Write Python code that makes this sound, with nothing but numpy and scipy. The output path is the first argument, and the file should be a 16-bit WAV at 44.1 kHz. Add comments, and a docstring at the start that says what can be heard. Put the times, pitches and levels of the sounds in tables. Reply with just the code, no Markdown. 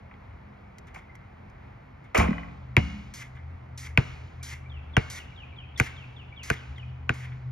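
"""Outdoor court among trees; far traffic and machines hum throughout. Hands tap and loose sandals scuff.
At 2.1 s a ball swishes through the net: the sprung rim rattles, board and pole boom.
From 2.8 s it bounces on asphalt six times, ever quicker; the trees echo, sandals scuff at walking pace.
From 4.4 s a bird repeats a pip and a falling note.
A phone picks it all up, delays the bass and spreads the two sides by phase."""
import sys
import numpy as np
from scipy import signal
from scipy.fft import rfft, irfft, next_fast_len
from scipy.io import wavfile

SR = 44100
rng = np.random.default_rng(int(sys.argv[2]) if len(sys.argv) > 2 else 0)


def log_audio(samples):
    """Write samples as a 16-bit WAV file to the path given in sys.argv[1]."""
    # one column per channel
    frames = np.atleast_2d(samples).T
    # limit to full scale, then quantise
    limited = np.clip(frames, -1, 1)
    pcm = np.round(limited * 32767).astype(np.int16)
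    wavfile.write(sys.argv[1], SR, pcm)


N = 331191

# noise spectra: freq_hz, relative_density_db
TRAFFIC_SPECTRUM = [(25, -16), (40, 4.5), (60, 2.5), (121, 0), (160, -5), (240, -13.5), (340, -15.5),
                    (550, -15.5), (800, -14.5), (1730, -22), (2200, -21), (2900, -34.5), (4000, -60)]
LEAF_SPECTRUM = [(2000, -10), (3000, 10), (5000, -1.5), (7500, -9.5), (10000, -35.5), (13000, -17),
                 (15000, -86)]
TREE_ECHO_SPECTRUM = [(150, -1.5), (400, -1), (1200, 6), (2300, 2.5), (3500, -5.5), (7000, -10),
                      (13000, -36.5), (16000, -46)]
GRIT_SPECTRUM = [(1650, -42), (2800, -4), (6000, 3.5), (8200, 1.5), (10000, -8), (12000, -11.5),
                 (13700, -12), (14300, -13), (16400, -36)]
SOLE_SPECTRUM = [(530, -58), (900, -21), (1460, -16.5), (1600, -14), (2150, -6), (2730, -20.5),
                 (3500, -20.5), (4550, -54), (7700, -120)]
HAND_KNOCK_SPECTRUM = [(300, -16), (800, -0.5), (1500, -10), (2200, -6), (3000, -19), (5000, -58.5)]
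NET_SPECTRUM = [(180, -41), (300, -4), (559, 5.5), (656, 7.5), (880, 0), (1170, 1.5), (1840, -7),
                (2310, 1.5), (4500, -29.5), (5850, -82), (9900, -120)]
HARD_CONTACT_SPECTRUM = [(2500, -22.5), (3500, -4.5), (5000, 0), (7000, 3.5), (10000, -7), (14000, -17.5),
                         (16400, -34)]
AIR_PUFF_SPECTRUM = [(300, 15.5), (700, 12.5), (1300, -1), (2300, 10.5), (3300, -4), (7000, -22.5),
                     (14000, -68)]

# struck modes: freq_hz, gain_db, t60_s
TAP_MODES = [(2040, 4.5, 0.016), (1520, -12, 0.013), (3200, -7, 0.017)]
RIM_MODES = [(594, -28, 0.66), (714, -17.5, 0.3), (1094, -4, 0.05), (1500, -29, 0.096), (1580, -11, 0.099),
             (1995, 4, 0.024), (2400, -19, 0.15), (2460, -13, 0.11), (2980, -21, 0.16),
             (3800, -27.5, 0.058), (5250, -25, 0.058)]
BOARD_MODES = [(218, 0.5, 0.058), (398, -19, 0.031), (763, -28, 0.057)]
POLE_MODES = [(60.5, -10, 1), (73.8, 0, 0.47), (101, -5, 0.22), (173, -10.5, 0.86), (221, -11, 0.59),
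              (280, -18.5, 0.89)]
CAVITY_MODES = [(732, -13, .5), (958, -13, .2), (1206, -15, .2), (2121, -8, .35), (2180, -6, .6),
                (2810, -16, .6), (2885, -11, .6)]   # air inside the ball
THUD_MODES = [(130, 0, 0.046), (227, 8.5, 0.0037)]   # shell pushing air
BEND_MODES = [(452, -5.5, 0.088), (600, 10.5, 0.0064), (920, -5.5, 0.022)]   # shell bending

# machine hums: pitch_hz, wander_hz
HUM_TONES = [(79, 4), (126, 1.5), (204, 2.5), (254, 3)]
# levels of the lower three hums: time_s, low_db, middle_db, high_db
HUM_LEVELS = [(0.0, -53.5, -60.5, -58), (1.99, -64, -60.5, -67), (2.28, -58, -68, -68),
              (2.66, -46, -43.5, -60), (2.97, -65, -51, -46), (3.43, -47, -49, -81),
              (4.79, -41, -47.5, -84), (5.12, -48, -54, -75), (5.75, -46.5, -50.5, -70),
              (6.13, -52, -52.5, -74.5), (6.76, -43, -43.5, -65), (7.51, -46.5, -36.5, -68)]
# bird calls: pip_peak_s, level_db, glide_pace_ratio
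BIRD_CALLS = [(4.42, -55, 0.97), (4.665, -52, 0.87), (4.9, -48.5, 1.0), (5.127, -50.5, 1.1),
              (5.328, -46.5, 1.03), (5.529, -47, 1), (5.727, -45, 0.83), (5.931, -47.5, 1.03),
              (6.129, -48.5, 1.12), (6.328, -46.5, 1.15), (6.53, -50, 1.05), (6.727, -50.5, 1.1)]
# hand and sandal taps: start_s, click_db, knock_db, bright_db
TAP_EVENTS = [(0.113, -53, -48.5, -88), (.14, -46, -61, -81), (.784, -47.5, -58, -47),
              (.946, -49, -40.5, -55), (0.96, -59, -41, -63), (1.153, -45.5, -57, -53.5),
              (1.499, -66, -68, -66), (6.782, -39, -55, -61)]
# sandal drags: start_s, length_s, grit_db, sole_db
SANDAL_SCUFFS = [(0.869, 0.017, -67.5, -51), (0.942, 0.052, -63, -49.5), (2.04, 0.022, -77, -56.5),
                 (3.137, 0.091, -47, -41), (3.35, 0.025, -77, -49.5), (3.775, 0.097, -47, -42),
                 (4.428, 0.11, -45, -40.5), (5.099, 0.09, -43.5, -40), (5.775, 0.1, -47, -38.5),
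                 (6.431, 0.11, -47, -37.5), (7.137, 0.12, -57, -43), (7.312, 0.01, -89, -51)]
# ball on hoop: start_s, rim_db, board_db, pole_db, tick_db
HOOP_HITS = [(2.148, -18, -51, -37, -39), (2.177, -31, -21.5, -15, -21.5), (2.185, -30, -42, -37, -28),
             (2.196, -17, -32, -29.5, -39), (2.282, -30.5, -13.5, -64, -65),
             (2.306, -36, -14.5, -33.5, -61)]
# ball on asphalt: start_s, force_db, slap_db, slap_hz, hollow_db, tick_db, ring_db
BALL_BOUNCES = [(2.767, -3.5, -3.5, 2330, -17, -52, -30), (3.975, -6, -1, 2354, -16.5, -28, -37),
                (4.967, -5.5, -10, 2850, -10, -25.5, -36), (5.799, -10.5, -5, 2250, -12, -21.5, -40.5),
                (6.501, -12.5, -12.5, 2480, -12, -25.5, -43), (7.093, -16.5, -9.5, 2490, -12, -36.5, -47)]
# stereo spread: freq_hz, left_lead_rad, left_over_right_db
STEREO_SPREAD = [(60, 0, 1.7), (200, -.25, .5), (400, -1.5, -5), (700, -4.25, -4), (1150, -5.4, .5),
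                 (1700, -7.7, 1), (2700, -4.6, 1.5), (3600, -4.7, 0), (4400, -5.8, -.5), (6000, -5.4, -.5),
                 (8200, -3.3, 0), (9600, -3.15, 0), (9800, -5.8, -.5), (12500, -5.6, 0), (14000, -3.2, 0)]

TREE_ECHO_T60_S, LEAF_ECHO_T60_S = 0.98, 1.43


def amp(db):
    """dB to gain."""
    return 10 ** (np.asarray(db) / 20)


def unit_rms(x):
    """Scale to rms 1."""
    return x / np.sqrt(np.mean(x ** 2) + 1e-20)


def at_hz(rows, hz, column=1):
    """Interpolate a table over log frequency."""
    rows = np.array(rows)
    return np.interp(np.log(hz + 1), np.log(rows[:, 0]), rows[:, column])


def add(out, start_s, x):
    """Mix x in at start_s."""
    i = round(start_s * SR)
    out[i:i + len(x)] += x[:N - i]


def noise(spectrum):
    """Steady shaped noise, rms 1."""
    size = next_fast_len(N)
    hz = np.arange(size // 2 + 1) * SR / size
    shaped = rfft(rng.standard_normal(size)) * amp(at_hz(spectrum, hz))
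    return unit_rms(irfft(shaped, size)[:N])


def flutter(rate_hz, depth_db):
    """Randomly wavering gain."""
    slow = signal.sosfilt(signal.butter(2, rate_hz, fs=SR, output="sos"), rng.standard_normal(N))
    return amp(depth_db * unit_rms(slow))


def bursts(starts_s, levels_db, spectrum, t60_s):
    """Noise bursts: instant onset, exponential decay."""
    gate, t = np.zeros(N), np.arange(round(t60_s * SR)) / SR
    for start_s, level_db in zip(starts_s, levels_db):
        add(gate, start_s, amp(level_db - 60 * t / t60_s))
    return gate * noise(spectrum)


def strike(starts_s, levels_db, modes, scatter_db):
    """Damped modes; strength scatters per blow and mode."""
    out, scatter = np.zeros(N), rng.normal(0, 1, (len(starts_s), len(modes)))
    for k, (hz, mode_db, t60_s) in enumerate(modes):
        t = np.arange(round(t60_s * SR)) / SR
        ring = np.sin(2 * np.pi * hz * t) * amp(mode_db - 60 * t / t60_s)
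        ring *= np.clip(t / 0.00069, 0, 1)   # contact time
        for start_s, level_db in zip(starts_s, levels_db + scatter_db * scatter[:, k]):
            add(out, start_s, amp(level_db) * ring)
    return out


def contact_pulse(hz, rise_s):
    """A few cycles rise and fall as a contact patch closes."""
    t = np.arange(1000) / SR
    return (t / rise_s) ** 2 * np.exp(2 - 2 * t / rise_s) * np.sin(2 * np.pi * hz * t)


def traffic_and_leaves():
    """Gusting wash; traffic differs between the sides above the bass."""
    traffic_db, leaves_db, side_db, side_cut_hz = -56, -74.5, -5, 340
    highpass = signal.butter(2, side_cut_hz, "high", fs=SR, output="sos")
    side = signal.sosfilt(highpass, noise(TRAFFIC_SPECTRUM))
    traffic = noise(TRAFFIC_SPECTRUM) + amp(side_db) * side * [[1], [-1]]
    traffic /= np.std(side)   # level refers to the band above the bass
    gusts = flutter(rate_hz=2, depth_db=0.6)
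    return gusts * (amp(traffic_db) * traffic + amp(leaves_db) * noise(LEAF_SPECTRUM))


def machines():
    """Four far hums waver in pitch and level."""
    time_s, *columns_db = np.transpose(HUM_LEVELS)
    curves_db = [np.interp(np.arange(N) / SR, time_s, column) for column in columns_db]
    out, top_hum_db = np.zeros(N), -66.5
    for level_db, (centre_hz, wander_hz) in zip(curves_db + [top_hum_db], HUM_TONES):
        drift = np.log(flutter(rate_hz=8, depth_db=20 / np.log(10)))   # rms 1
        tone = np.sqrt(2) * np.sin(2 * np.pi * np.cumsum(centre_hz + wander_hz * drift) / SR)
        out += amp(level_db) * flutter(rate_hz=6.1, depth_db=3) * tone
    return out


def tree_echo(x):
    """Trunks and fences scatter sound: one decaying noise tail per side."""
    t = np.arange(SR // 2) / SR
    envelope = amp(-57 - 60 * t / TREE_ECHO_T60_S) * np.clip(t / 0.0007, 0, 1)
    tails = noise(TREE_ECHO_SPECTRUM)[:SR].reshape(2, -1) * envelope
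    return signal.fftconvolve([x], tails, axes=1)[:, :N]


def bird():
    """One faint peep, then calls: a pip and a whistle that flicks down and glides on."""
    peep_s, peep_hz, peep_db = 1.1, 2080, -48
    pip_s, pip_hz, pip_db = 0.028, 2310, -4
    fall_delay_s, fall_hz = 0.03, 3580
    fall_s, edge_s, glide_hz_per_s, flick_hz, flick_s = 0.089, 0.0058, 13500, 674, 0.00376   # at pace 1
    pip_t, out = np.arange(round(pip_s * SR)) / SR, np.zeros(N)
    pip_window = np.sin(np.pi * pip_t / pip_s) ** 2
    for peak_s, level_db, pace in BIRD_CALLS:
        tuning, scatter_db = rng.normal(1, 0.0052), rng.normal(0, 5.9)
        pip = pip_window * np.sin(2 * np.pi * tuning * pip_hz * pip_t)
        add(out, peak_s - pip_s / 2, amp(level_db + pip_db + scatter_db) * pip)
        t = pace * np.arange(round(fall_s / pace * SR)) / SR
        pitch_hz = fall_hz - glide_hz_per_s * t + flick_hz * np.exp(-t / (flick_s * pace ** 3))
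        edges = np.clip(np.minimum(t, fall_s - t) / edge_s, 0, 1)
        whistle = edges * np.sin(2 * np.pi * tuning * np.cumsum(pitch_hz) / SR)
        swell_db = 0.5 * t / fall_s - 1
        add(out, peak_s + fall_delay_s, amp(level_db + swell_db) * whistle)
    out *= flutter(rate_hz=70, depth_db=4.5)   # the air between wavers
    add(out, peep_s - pip_s / 2, amp(peep_db) * pip_window * np.sin(2 * np.pi * peep_hz * pip_t))
    return out


def taps():
    """Dry hand and sandal contacts: a click with a short noise tail."""
    start_s, click_db, knock_db, bright_db = np.transpose(TAP_EVENTS)
    click = strike(start_s, click_db, TAP_MODES, scatter_db=1.5)
    knock = bursts(start_s, knock_db, HAND_KNOCK_SPECTRUM, t60_s=0.083)
    return click + knock + bursts(start_s, bright_db, GRIT_SPECTRUM, t60_s=0.027)


def sandals():
    """Grit hisses from first touch, the sole grows with weight; both stop as the foot stands."""
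    t, grit, sole = np.arange(SR // 2) / SR, np.zeros(N), np.zeros(N)
    for start_s, length_s, grit_db, sole_db in SANDAL_SCUFFS:
        weight = np.clip(t / length_s, 0, 1)
        standing_s = np.maximum(t - length_s, 0)
        release_db = -250 * standing_s - 6.3 * np.clip(standing_s / 0.0061, 0, 1)
        first_touch = 1 + 0.99 * np.exp(-t / 0.0078)
        envelope = np.clip(t / 0.0024, 0, 1) * amp(release_db) * first_touch
        add(grit, start_s, envelope * amp(grit_db - 4.4 * weight))
        add(sole, start_s, envelope * amp(sole_db - 12 * (1 - weight ** 2)))
    return grit * noise(GRIT_SPECTRUM) + sole * noise(SOLE_SPECTRUM)


def net():
    """The ball brushes the net: the swish holds, drops fast, then trails."""
    start_s, attack_s, hold_s = 2.1455, 0.002, 0.066
    drop_db, drop_s, trail_db_per_s = 14.5, 0.079, 102
    t = np.arange(N) / SR - start_s
    release_s = np.maximum(t - hold_s, 0)
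    loss_db = drop_db * np.minimum(release_s / drop_s, 1) + trail_db_per_s * release_s
    swish = amp(-21.5) * flutter(rate_hz=60, depth_db=2) * noise(NET_SPECTRUM)
    fibres = amp(-41.5) * noise(HARD_CONTACT_SPECTRUM)
    return (swish + fibres) * np.clip(t / attack_s, 0, 1) * amp(-loss_db)


def hoop():
    """The ball rings rim, board and pole; the sprung rim knocks evenly on its stop."""
    start_s, rim_db, board_db, pole_db, tick_db = np.transpose(HOOP_HITS)
    rim = strike(start_s, rim_db, RIM_MODES, scatter_db=1.5)
    landing_s, landing_db = BALL_BOUNCES[0][0], -21   # the first bounce shakes the pole
    pole = strike(np.r_[start_s, landing_s], np.r_[pole_db, landing_db], POLE_MODES, scatter_db=1)
    knock = np.arange(6)
    rattle_s = 2.2255 + 0.0517 * knock
    rattle_db = -30 - 7.5 * np.maximum(knock - 3, 0)
    rattle = strike(rattle_s, rattle_db, RIM_MODES[:9], scatter_db=1.5)   # soft knocks miss the top modes
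    echo = bursts([start_s[1]], [-54], LEAF_SPECTRUM, LEAF_ECHO_T60_S)
    ticks = bursts(start_s, tick_db, HARD_CONTACT_SPECTRUM, t60_s=0.02)
    board = strike(start_s, board_db, BOARD_MODES, scatter_db=0.7)
    return rim + pole + rattle + echo + ticks + board


def ball():
    """Rubber slaps asphalt: the shell thuds and bends, air puffs out, the cavity rings, trees answer."""
    start_s, force_db, slap_db, slap_hz, hollow_db, tick_db, ring_db = np.transpose(BALL_BOUNCES)
    bend_db, puff_db = 0.93 * force_db - 11.5, 0.77 * force_db - 13.5
    tree_db, leaf_db = 0.71 * force_db - 40.5, 0.53 * force_db - 53.5
    out = strike(start_s, ring_db, CAVITY_MODES, scatter_db=1.5) * flutter(rate_hz=25, depth_db=2)
    out -= strike(start_s, force_db, THUD_MODES, scatter_db=0.7)
    out += strike(start_s + 0.000892, bend_db, BEND_MODES, scatter_db=1.2)
    out += bursts(start_s + 0.00049, tick_db, HARD_CONTACT_SPECTRUM, t60_s=0.012)
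    out += bursts(start_s, puff_db, AIR_PUFF_SPECTRUM, t60_s=0.097)
    out += bursts(start_s + 0.0092, tree_db, TREE_ECHO_SPECTRUM, TREE_ECHO_T60_S)
    out += bursts(start_s + 0.025, leaf_db, LEAF_SPECTRUM, LEAF_ECHO_T60_S)
    for at_s, level_db, pitch_hz, knock_db in zip(start_s, slap_db, slap_hz, hollow_db):
        slap = amp(level_db) * contact_pulse(pitch_hz, rise_s=0.00077)
        knock = amp(knock_db) * contact_pulse(hz=1544, rise_s=0.00085)
        add(out, at_s, slap + knock)
        add(out, at_s + 0.002606, amp(-1.5) * knock)   # far wall of the ball answers
        add(out, at_s + 0.011, amp(-9) * knock)   # lift-off
    return out


def scene():
    """Court sounds and bird, their echo and the far background, in stereo."""
    near = net() + hoop() + sandals() + taps()
    song, bounces = bird(), ball()
    echo = tree_echo(near + amp(-7.5) * bounces + amp(13.5) * song)
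    return near + bounces + amp(-3) * song + echo + traffic_and_leaves() + machines()


def record(dry):
    """Phone: late bass, sides split in phase and level, rounded peaks, band limits."""
    lag_s, lag_corner_hz = 0.01284, 294
    capsule_hz, low_cut_hz, high_cut_hz = 42, 40, 16400
    size = next_fast_len(N + SR // 4)
    hz = np.arange(size // 2 + 1) * SR / size
    allpass = np.exp(-2j * np.pi * lag_s * lag_corner_hz * np.arctan(hz / lag_corner_hz))
    capsule = 1 / np.sqrt(1 + (capsule_hz / (hz + 1)) ** 6)   # small capsule loses deep bass
    left = np.sqrt(amp(at_hz(STEREO_SPREAD, hz, column=2))) * np.exp(0.5j * at_hz(STEREO_SPREAD, hz))
    wide = irfft(rfft(dry, size) * allpass * capsule * [left, 1 / left], size)[:, :N]
    wide = signal.sosfilt(signal.butter(2, low_cut_hz, "high", fs=SR, output="sos"), wide)
    rounded = 1.3 * np.tanh(wide / 1.3)
    return signal.sosfilt(signal.cheby2(12, 70, high_cut_hz, fs=SR, output="sos"), rounded)


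dry = scene()
out = record(dry)
log_audio(out)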